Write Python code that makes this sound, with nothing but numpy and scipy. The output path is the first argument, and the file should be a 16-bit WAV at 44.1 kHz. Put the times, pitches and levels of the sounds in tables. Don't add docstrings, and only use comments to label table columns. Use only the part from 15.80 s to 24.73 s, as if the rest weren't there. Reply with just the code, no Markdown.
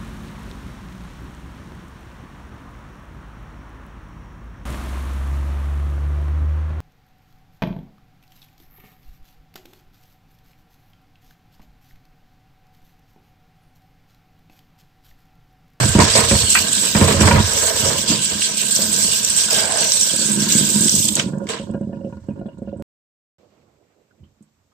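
import sys
import numpy as np
from scipy import signal
from scipy.io import wavfile

SR = 44100
rng = np.random.default_rng(int(sys.argv[2]) if len(sys.argv) > 2 else 0)


def dump_mix(stems):
    frames = np.atleast_2d(stems).T
    limited = np.clip(frames, -1, 1)
    pcm = np.round(limited * 32767).astype(np.int16)
    wavfile.write(sys.argv[1], SR, pcm)


N = 393794
CUT_S, BACK_S = 7.024, 7.584


def from_db(db):
    return 10 ** (np.asarray(db) / 20)


def rms_one(x):
    return x / np.sqrt(np.mean(x ** 2) + 1e-20)


def in_time(rows):
    s, *columns = np.transpose(rows)
    return [np.interp(np.arange(N) / SR, s, c) for c in columns]


def at_hz(points, hz):
    pitches, values = np.transpose(points)
    return np.interp(np.log(hz), np.log(pitches), values)


def drift(rate_hz):
    r = np.exp(-40 * np.pi * rate_hz / SR)
    slow = signal.lfilter([1], [1, -2 * r, r * r], rng.standard_normal(N // 20 + 3002))[3000:]
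    return np.interp(np.arange(N) / 20, np.arange(len(slow)), rms_one(slow))


def soften(force, hz):
    r = np.exp(-2 * np.pi * hz / SR)
    return signal.lfilter([(1 - r) ** 2], [1, -2 * r, r * r], force + 1e-18)


def above(x, hz):
    return signal.sosfilt(signal.butter(3, hz, "high", fs=SR, output="sos"), x)


def resonate(x, hz, width_hz):
    r, w = np.exp(-np.pi * width_hz / SR), 2 * np.pi * hz / SR
    return signal.lfilter([0, np.sin(w)], [1, -2 * r * np.cos(w), r * r], x + 1e-18)


# pitch in Hz, likeness from 0 to 1.
LIKENESS = [(60, .95), (130, .98), (290, .9), (640, .5), (1400, .15), (3000, 0), (15000, 0)]
# pitch in Hz, level of the left side over the right in dB.
LEFT_OVER_RIGHT = [(60, -6), (200, -6), (600, -15.5), (1300, -9), (2400, -2), (4400, -4), (6500, -0.5),
                   (8000, -9), (12000, -4)]
def place(mid, side, hz):
    alike, tilt = at_hz(LIKENESS, hz), at_hz(LEFT_OVER_RIGHT, hz) / 2
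    pair = np.sqrt(1 + alike) * mid + np.sqrt(1 - alike) * side * [[1], [-1]]
    return pair * from_db([[tilt], [-tilt]])


def body(notes, force):
    return sum(from_db(db) * place(*resonate(force[::(-1) ** k], hz, width), hz)
               for k, (hz, width, db) in enumerate(notes))


def coloured(spectrum, sources, flicker_db, flicker_hz, bands, tilt_db=0):
    out, edges = 0, np.geomspace(spectrum[0][0], spectrum[-1][0], bands + 1)
    for k, (low, high) in enumerate(zip(edges, edges[1:])):
        band_filter = signal.butter(2, [low, high], "band", fs=SR, output="sos")
        band = signal.sosfilt(band_filter, sources[k % len(sources)])
        hz = np.sqrt(low * high)
        flicker = flicker_db * (drift(flicker_hz) + .7 * drift(flicker_hz / 8))
        level_db = at_hz(spectrum, hz) + flicker + tilt_db * np.log2(hz / 5000)
        out = out + from_db(level_db) * place(*band, hz)
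    return rms_one(out)


def drops(per_s, spread_db):
    return (rng.random(N) < per_s / SR) * from_db(spread_db * np.minimum(rng.exponential(1, N), 4))


def bursts(per_s, spread_db, fade_s, steady):
    r = np.exp(-1 / (fade_s * SR))
    flare = rms_one(signal.lfilter([1], [1, -r], drops(per_s, spread_db)))
    return rng.standard_normal((2, N)) * (steady + flare)


def flashes(table, width_share):
    out, t = np.zeros((2, N + 3000)), np.arange(3000) / SR
    for s, db, hz, fade_s in table:
        ring = resonate(rng.standard_normal((2, 3000)), hz, width_share * hz)
        flash = rms_one(above(ring, hz / 2)) * np.exp(-t / fade_s)
        at = round(s * SR)
        out[:, at:at + 3000] += from_db(db - 7) * place(*flash, hz)
    return out[:, :N]


def swells(table, attack_s=0.0028, fade_db_per_s=153.5):
    t, power = np.arange(0, N + 64, 64) / SR, 0
    for s, hold_s, *levels_db in table:
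        rise = np.clip((t - s) / attack_s, 0, 1)
        fade_db = fade_db_per_s * np.maximum(t - s - attack_s - hold_s, 0)
        power = power + (rise * from_db(np.reshape(levels_db, (-1, 1)) - fade_db)) ** 2
    return [np.interp(np.arange(N) / SR, t, row) for row in power]


def joined(steady_db, power):
    return 10 * np.log10(from_db(steady_db) ** 2 + power)


def hiss():
    return from_db(-72) * soften(rng.standard_normal((2, N)), hz=14000)


# time in seconds, level in dB.
AIR_LEVEL = [(7.58, -61.5), (7.9, -62), (8.02, -65.5), (8.93, -70)]
# pitch in Hz, relative level in dB.
AIR_COLOUR = [(35, -38), (60, -8), (189, -2), (236, -12), (389, 0), (459, -12), (543, -6), (730, -15),
              (5000, -28), (6500, -58), (11000, -120)]
def kitchen():
    air = coloured(AIR_COLOUR, rng.standard_normal((2, 2, N)), flicker_db=2.5, flicker_hz=15, bands=8)
    return from_db(in_time(AIR_LEVEL)[0]) * air


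# start in seconds, relative level in dB, pitch in Hz, fade in seconds.
DRIPS = [(8.308, -52.5, 1490, 0.0079), (8.436, -58, 3060, 0.018), (8.625, -53.5, 8450, 0.011),
         (8.918, -59.5, 1250, .008)]
def drips():
    return flashes(DRIPS, width_share=0.055)


# start in seconds, relative level in dB, pitch in Hz, fade in seconds.
TICKS = [(5.912, -47, 7940, 0.003), (5.9, -51, 2800, 0.011), (5.94, -55, 2830, 0.014),
         (6.0117, -50, 7840, .004), (6.03, -56, 2850, .01), (6.1285, -55, 2870, 0.0093),
         (6.142, -51, 2480, 0.0089), (6.158, -53, 2850, 0.011), (6.208, -56, 2810, 0.0093),
         (6.245, -50.5, 2800, 0.016), (6.368, -55, 4600, .004), (6.488, -48, 2820, 0.012),
         (6.5, -53, 2490, .02), (6.559, -60, 2850, 0.007), (6.59, -55, 2860, .01),
         (6.6628, -50, 3380, 0.007), (6.662, -56, 4000, .004), (6.672, -62, 8100, 0.0067),
         (6.686, -50, 2840, 0.019), (6.73, -57.5, 2880, .008), (6.781, -60, 8150, 0.009),
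         (6.782, -54, 4030, 0.0042), (6.783, -61, 6700, .008), (6.8234, -60, 8100, .006),
         (6.862, -58, 2850, .012), (6.8882, -48, 2820, .01), (6.889, -53, 4020, 0.0052),
         (6.93, -59, 2850, 0.012), (6.9701, -58, 8040, 0.011), (6.997, -54.5, 8300, .012)]
def ticks():
    return flashes(TICKS, width_share=0.022)


# start and hold in seconds, then gurgle, basin floor, wall and sink levels in dB.
SLOSHES = [(-0.01, 0.012, -39, -19.5, -42.5, -11.5), (0.189, 0.017, -13, -19, -32, -15.5),
           (0.352, 0.02, -14, -21, -22.5, -43.5), (0.523, 0.034, -28.5, -45, -33.5, -20.5),
           (1.152, 0.15, -21, -20, -33.5, -24), (1.362, 0.03, -23, -22.5, -32.5, -25.5),
           (1.403, 0.2, -20.5, -21.5, -31, -17.5), (2.027, 0.064, -33.5, -30, -26, -29.5),
           (2.284, 0.048, -29, -24, -53.5, -36.5), (2.966, 0.34, -36, -36, -49, -41.5),
           (3.701, 0.3, -31.5, -41, -43.5, -64), (4.95, 0.013, -40, -32, -41, -41),
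           (8.394, 0.025, -89.5, -63, -84.5, -46.5)]
def sloshes():
    return swells(SLOSHES)


# pitch in Hz, width in Hz, relative level in dB.
FLOOR_NOTES = [(152.6, 7.5, -13.5), (212.8, 28, 2), (240, 55, -5), (294, 52, -2.5), (346, 21, -13.5)]
WALL_NOTES = [(445, 35, -9), (505, 30, -12), (550, 24, 2), (640, 30, -8), (672, 30, -12)]
RIM_NOTES = [(863, 64, -11), (952, 28, -3), (1049, 56, -5.5), (1436, 26, -7.5), (1600, 45, -11),
             (1750, 45, -14), (2470, 70, -22), (2850, 65, -20), (3300, 120, -25), (4100, 140, -24)]
SINK_NOTES = [(61.7, 14, -24), (91.3, 19, 7.5), (120, 23, 8)]
# time in seconds, then basin floor, wall and sink levels in dB.
RUN_OFF = [(0.0, -42, -40, -28), (0.6, -37.5, -50, -28), (1.0, -33, -46, -48), (1.35, -37, -43, -29),
           (1.75, -40.5, -35, -37.5), (2.2, -32, -36, -37), (2.6, -38.5, -53, -50),
           (3.6, -40.5, -48.5, -46.5), (4.15, -43, -41, -48), (4.6, -25, -46, -46),
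           (4.9, -26.5, -40.5, -49), (5.2, -29, -44, -37), (5.5, -30.5, -39.5, -48), (5.8, -34.5, -45, -41),
           (6.2, -36.5, -51.5, -44.5), (6.41, -45.5, -56.5, -47), (6.55, -36, -52, -45),
           (6.74, -47.5, -58, -46.5), (6.86, -35, -52.5, -46.5), (7.02, -33.5, -49.5, -38),
           (7.62, -77.5, -100, -78.5), (7.76, -63.5, -70, -69.5), (7.94, -66, -80.5, -69),
           (8.05, -91.5, -99, -84.5), (8.34, -67.5, -83, -70), (8.5, -65.5, -86.5, -76),
           (8.93, -78, -89, -68)]
def run_off(slosh_powers):
    floor_db, wall_db, sink_db = map(joined, in_time(RUN_OFF), slosh_powers)
    patter = soften(drops(220, spread_db=2.0) * rng.standard_normal((2, N)), hz=1514)
    boom = soften(drops(330, spread_db=-2.2) * rng.standard_normal((2, N)), hz=200.7)
    floor = rms_one(above(body(FLOOR_NOTES, soften(patter, hz=510)), hz=114))
    wall = rms_one(above(body(WALL_NOTES, patter) + from_db(3.0) * body(RIM_NOTES, patter), hz=398))
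    sink = rms_one(body(SINK_NOTES, boom))
    return from_db(floor_db) * floor + from_db(wall_db) * wall + from_db(sink_db) * sink


# start in seconds, then relative floor, wall and rim strengths in dB.
KNOCKS = [(0.151, 11, -14.5, -14), (0.185, 9.5, -21, -15), (0.214, -1, -26, -8), (0.361, -26, -17, -25),
          (0.511, 3, -10, -17), (0.529, 4, -20, -30), (0.681, -14, -39, -42), (1.149, 3.5, -15, -15),
          (1.212, 10, -5, -18), (1.282, -6, -19, -24), (1.341, -2, -16, -38), (1.408, 5.5, -13, -20),
          (1.479, -4, -18, -16), (1.509, 1.5, -12, -9), (1.545, -4, -23, -15), (1.58, -5, -23, -10),
          (1.701, -28, -59, -22), (2.037, -12, -30, -28), (2.312, -9, -31, -18), (2.518, -11.5, -39, -43),
          (2.989, -11, -22, -34), (3.683, -20, -38.5, -24), (3.836, -16, -25, -25), (4.011, -17, -24, -26),
          (4.335, -10, -25, -39), (4.412, -12, -29, -41), (4.535, -8, -64, -32), (4.573, -5, -33, -32),
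          (4.666, -5, -45, -26), (4.751, 1, -36, -35), (4.809, 1, -32, -36), (4.958, 0, -53, -33),
          (5.007, -1, -40, -37), (5.057, -0.5, -47, -39), (5.139, -3, -28, -52), (5.181, -10, -37, -53),
          (5.366, -39, -25, -23), (5.398, -46, -26, -26), (5.46, -2.5, -44, -56), (5.485, -8, -28, -37),
          (5.521, -16, -30, -44), (5.533, -2, -27, -31), (5.573, -9, -27, -45), (5.616, -11, -25.5, -59),
          (5.655, -12, -29, -61), (5.796, -9.5, -23, -50), (5.881, -19, -39.5, -59),
          (5.891, -16.5, -28, -49), (5.901, -8.5, -39, -55), (5.936, -16, -27, -35),
          (5.944, -3.5, -16.5, -32), (5.971, -22.5, -32, -55), (6.009, -5, -25, -49),
          (6.034, -16, -39, -55), (6.071, -8, -32, -61), (6.092, -9, -27, -60), (6.129, -14, -25, -39.5),
          (6.158, -13.5, -37, -57), (6.207, -28, -31, -66), (6.245, -7.5, -22.5, -58),
          (6.271, -10.5, -26, -55), (6.297, -32, -36, -48), (6.324, -16, -32, -38),
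          (6.368, -17.5, -41, -46), (6.441, -40, -48, -71), (6.485, -6.5, -25.5, -45),
          (6.574, -18, -37, -58), (6.592, -11, -36, -49), (6.612, -15, -22, -44), (6.656, -11, -25, -42.5),
          (6.683, -18.5, -25, -47), (6.784, -17, -38, -55), (6.818, -11, -25, -65),
          (6.873, -11.5, -25, -48), (6.927, -14, -21, -63), (6.965, -22, -39.5, -60.5),
          (6.996, -13.5, -28, -55), (7.886, -46.5, -70, -71.5), (8.431, -34.5, -65, -72),
          (8.607, -29, -66, -68.5)]
def knocks():
    s, floor_db, wall_db, rim_db = np.transpose(KNOCKS)
    at, out = np.round(s * SR).astype(int), 0
    delays_s = rng.uniform(.004, .03, (len(at), 2)).T
    bounces = np.minimum(at + (delays_s * SR).astype(int), N - 1)
    sink_db = np.where(s < 2.6, floor_db - 27, -200)
    parts = ((FLOOR_NOTES, floor_db - 17, 220, 120), (WALL_NOTES, wall_db - 5.5, 160, 380),
             (RIM_NOTES, rim_db, 160, 800), (SINK_NOTES, sink_db, 150, 60))
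    for notes, level_db, contact_hz, low_hz in parts:
        ring = 0
        for hz, width, db in notes:
            force = np.zeros((2, N))
            luck = rng.normal(0, 1, (len(at), 4)).T
            force[:, at] = from_db(level_db + db + (1.2 + hz / 1300) * luck[:2])
            for again, share in zip(bounces, luck[2:]):
                force[:, again] += 0.28 * force[:, at] * np.clip(share, -1.5, 1.5)
            soft_push = 2 * np.pi * contact_hz / SR * resonate(force, hz, contact_hz)
            ring = ring + place(*resonate(soft_push, hz, width), hz)
        out = out + above(ring, hz=low_hz)
    return out


# pitch in Hz, width in Hz, relative level in dB.
STEEL_NOTES = [(948, 50, -6), (1250, 90, -5), (1566, 80, -1), (1930, 90, -3), (2363, 60, -1),
               (2600, 60, -2), (2850, 90, -5), (3200, 120, -8), (3887, 150, -11)]
# start in seconds, relative strength in dB, fade of the rattle in seconds.
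CLINKS = [(0.509, -1.5, 0.0048), (0.751, 2.5, 0.019), (0.771, -2.5, 0.014), (1.15, -0.5, .005),
          (1.21, 0, .005), (1.284, -8, .006), (1.409, 2, .004), (1.474, -2.5, 0.0044), (1.51, 1, .007),
          (1.545, -6, .006), (1.58, -5, 0.0061), (5.369, -15.5, 0.0055), (5.396, -6, 0.0056)]
def clinks():
    force, t = np.zeros((2, N + 2000)), np.arange(2000) / SR
    for s, db, fade_s in CLINKS:
        rattle = rng.standard_normal((2, 2000)) * np.exp(-t / fade_s)
        at = round(s * SR)
        force[:, at:at + 2000] += from_db(db - 40) * rattle
    return above(body(STEEL_NOTES, force[:, :N]), hz=850)


# start in seconds, relative level in dB, first pitch in Hz,
# rise in Hz per second, fade in seconds.
POPS = [(0.751, -14, 1200, 70000, 0.008), (0.768, -17, 1900, 35000, 0.012)]
def pops():
    out, t = np.zeros((2, N)), np.arange(4000) / SR
    for s, db, hz, rise_hz_per_s, fade_s in POPS:
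        tone = np.sin(2 * np.pi * (hz * t + rise_hz_per_s * t ** 2 / 2))
        roughness = .5 + rms_one(soften(rng.standard_normal((2, 4000)), hz=350))
        shape = np.minimum(t / 0.0029, 1) * np.exp(-t / fade_s)
        mid, side = tone * roughness * shape
        at = round(s * SR)
        out[:, at:at + 4000] += from_db(db) * place(mid, side * .5, hz)
    return out


# pitch in Hz, width in Hz, relative level in dB.
CAVITY_NOTES = [(651, 47, 0), (894, 60, -8)]
def cavity(start_s=3.71, hold_s=0.29, level_db=-25):
    power, = swells([(start_s, hold_s, level_db)])
    inflow = bursts(97, spread_db=10.5, fade_s=0.019, steady=0.48)
    return np.sqrt(power) * rms_one(body(CAVITY_NOTES, inflow))


# start and hold in seconds, level in dB, pitch in Hz, width in Hz.
FOLD_HITS = [(0.197, 0.027, -30.5, 4450, 500), (0.54, 0.25, -32.5, 4370, 200),
             (0.657, 0.024, -31, 3060, 250), (2.27, 0.087, -31, 4760, 500), (2.63, 0.09, -34.5, 6000, 400),
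             (3.0, 0.16, -38, 4930, 400), (3.294, 0.038, -33, 3630, 500), (3.43, 0.23, -33.5, 5920, 500),
             (3.696, 0.06, -29.5, 5070, 600), (3.73, 0.031, -33.5, 3240, 500), (3.978, .2, -32, 5860, 500),
             (4.207, 0.033, -26, 5640, 500), (4.287, 0.023, -32, 3200, 500), (4.378, .05, -33, 4500, 400)]
def fold_hits():
    out, noise = np.zeros((2, N)), bursts(200, spread_db=6.5, fade_s=0.0011, steady=1.5)
    for s, hold_s, db, hz, width in FOLD_HITS:
        start, end = round(s * SR), round((s + hold_s + .05) * SR)
        t = np.arange(end - start) / SR
        shape = np.minimum(t / .008, 1) * from_db(-600 * np.maximum(t - hold_s, 0))
        ring = resonate(resonate(noise[:, start:end], hz, width), hz, width)
        out[:, start:end] += from_db(db) * shape * place(*rms_one(ring), hz)
    return out


# start in seconds, relative level in dB, pitch in Hz.
SPLATS = [(0.19, -12.5, 7540), (0.357, -5, 4900), (0.703, -2, 7800), (0.718, -20, 4300), (2.29, -11, 7600),
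          (2.3, -11, 4900), (2.62, -10, 2840), (2.962, -6.5, 5900), (3.4474, -6, 7450), (3.7065, -15, 7700),
          (4.031, -10.5, 3000), (4.12, -2, 5550), (4.2112, -5, 7440), (4.393, -13, 7800),
          (4.7218, -4, 6800), (5.009, -9, 8050), (5.045, -11, 5470), (5.083, -11.5, 3330),
          (5.094, -2.5, 5800), (5.115, -11.5, 5970), (5.152, -5.5, 8200), (5.189, -16, 6050),
          (5.254, -8.5, 8150), (5.2847, -6, 8050), (5.288, -8, 3600), (5.3537, -5, 8300),
          (5.367, -11, 4020), (5.395, -10, 5670), (5.396, -6, 3000), (5.404, -17, 3400),
          (5.5833, -39, 8100), (5.67, -31, 2200), (5.669, -33, 5000), (5.69, -28, 7700)]
def splats(fade_s=.003):
    return flashes([(*row, fade_s) for row in SPLATS], width_share=0.17)


# pitch in Hz, width in Hz, relative level in dB.
POOL_NOTES = [(467.3, 41, -1.5), (506, 250, -7.5), (643.5, 62, -1.5), (973, 110, 0), (1033, 120, 3.5),
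              (1276, 180, 1.5), (1740, 300, 8), (2200, 330, 6.5)]
COLUMN_NOTES = [(1588, 98, 0)]
def gurgle(level_db, ring_db):
    plops = soften(bursts(83, spread_db=4.5, fade_s=0.009, steady=1.0), hz=3200)
    pool = from_db(level_db) * rms_one(above(body(POOL_NOTES, plops), hz=371.7))
    column_gain = from_db(ring_db + 2.1 * drift(7.0))
    column = rms_one(above(body(COLUMN_NOTES, rng.standard_normal((2, N))), hz=1185))
    return pool + column_gain * column


# pitch in Hz, relative level in dB.
SPRAY_COLOUR = [(1800, -11), (2400, -7.5), (3000, -3.5), (4400, -6), (5900, -6), (6900, -11), (8000, -7.5),
                (8900, 4.5), (9600, -36), (10400, -46), (11200, -35.5), (12000, -16.5), (15600, -17)]
def spray(level_db, tilt_db):
    per_s = 300 * from_db(0.87 * drift(30))
    streams = [bursts(per_s, spread_db=4.5, fade_s=0.0015, steady=2.5) for _ in range(3)]
    fizz = coloured(SPRAY_COLOUR, streams, flicker_db=2.0, flicker_hz=31, bands=16, tilt_db=tilt_db)
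    return from_db(level_db) * above(fizz, hz=2450)


# time in seconds, then spray, gurgle and air column levels in dB,
# then the spray's brightness in dB per octave.
JET_FLOW = [(0.0, -17, -12, -34, 0.5), (0.05, -20, -31.5, -30.5, 2), (0.14, -20.5, -24, -41, 0.5),
            (0.27, -24, -23, -30, -2), (0.45, -19, -32.5, -38.5, -0.5), (0.66, -23, -36, -39, 2),
            (1.1, -24, -35.5, -39, 2), (1.6, -23, -38.5, -35, -1), (1.8, -20, -28.5, -36, 3.5),
            (2.2, -20.5, -33, -43.5, 1), (2.38, -25, -42, -41, -1), (2.55, -22, -38.5, -37, 0.5),
            (2.75, -22.5, -40, -43, 0.5), (3.0, -20.5, -42, -39.5, 5), (3.62, -20, -39, -40, 3),
            (3.9, -22.5, -35, -29.5, -0.5), (4.15, -22.5, -42.5, -42, 3), (4.36, -23, -40, -37.5, 4.5),
            (4.65, -23, -39.5, -38, 2.5), (4.8, -20.5, -40.5, -38, 3.5), (5.08, -35, -46, -39, 5),
            (5.33, -23.5, -46, -66.5, 6.5), (5.4, -22, -29.5, -54.5, -3.5), (5.46, -44, -50, -65, -3.5),
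            (5.55, -65.5, -80.5, -69, 1.5), (5.664, -57, -68, -70, 1), (5.669, -49, -43, -60, -3),
            (5.71, -40.5, -31.5, -41, -3.5), (5.78, -48.5, -36, -51, -8), (5.89, -63, -71, -81, -0.5),
            (6.06, -67.5, -70, -81, -1), (6.42, -64.5, -66, -80, 0), (6.6, -71, -67, -76.5, -1),
            (7.02, -70, -70, -86, -6)]
# start in seconds, hold in seconds, spray level in dB.
SURGES = [(0.201, 0.023, -15), (0.28, 0.065, -20.5), (0.35, 0.041, -14), (0.483, 0.13, -18.5),
          (0.69, 0.12, -17.5), (0.915, 0.34, -21), (1.273, 0.052, -18), (1.403, 0.012, -16),
          (1.453, 0.026, -17), (1.733, 0.1, -21), (2.276, 0.04, -17), (2.42, 0.02, -25.5),
          (2.611, 0.042, -20), (2.767, 0.012, -26.5), (2.906, 0.06, -21), (3.189, 0.13, -22.5),
          (3.703, 0.088, -16.5), (3.973, 0.32, -21.5), (4.444, 0.074, -24.5), (4.684, 0.56, -20),
          (5.383, 0.0019, -29), (5.671, 0.014, -40), (5.687, 0.016, -27)]
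def jet(slosh_power):
    spray_db, gurgle_db, ring_db, tilt_db = in_time(JET_FLOW)
    surge, = swells(SURGES, attack_s=0.0022, fade_db_per_s=171.5)
    wavering_db = spray_db - 1.4 * drift(12)
    return spray(joined(wavering_db, surge), tilt_db) + gurgle(joined(gurgle_db, slosh_power), ring_db)


def scene():
    t = np.arange(N) / SR
    gurgle_power, *drum_powers = sloshes()
    washing = jet(gurgle_power) + cavity() + splats() + ticks() + fold_hits() + clinks() + pops()
    basin = knocks() + run_off(drum_powers)
    return hiss() + basin + (t < CUT_S) * washing + (t > BACK_S) * (kitchen() + drips())


DEAF_BAND_HZ = [10100, 11300]
def record(dry):
    t = np.arange(N) / SR
    ring_hz, width_hz = 7922, 940
    lift = from_db(5) * 2 * np.pi * width_hz / SR
    heard = dry + lift * resonate(dry, ring_hz, width_hz)
    heard = signal.sosfilt(signal.butter(2, DEAF_BAND_HZ, "bandstop", fs=SR, output="sos"), heard)
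    heard = signal.sosfilt(signal.butter(4, 48, "high", fs=SR, output="sos"), heard)
    heard = 1.1 * np.tanh(heard / 1.1)
    heard *= (t < CUT_S) | (t > BACK_S)
    return signal.sosfilt(signal.cheby2(14, 75, 16100, fs=SR, output="sos"), heard)


dry = scene()
out = record(dry)
dump_mix(out)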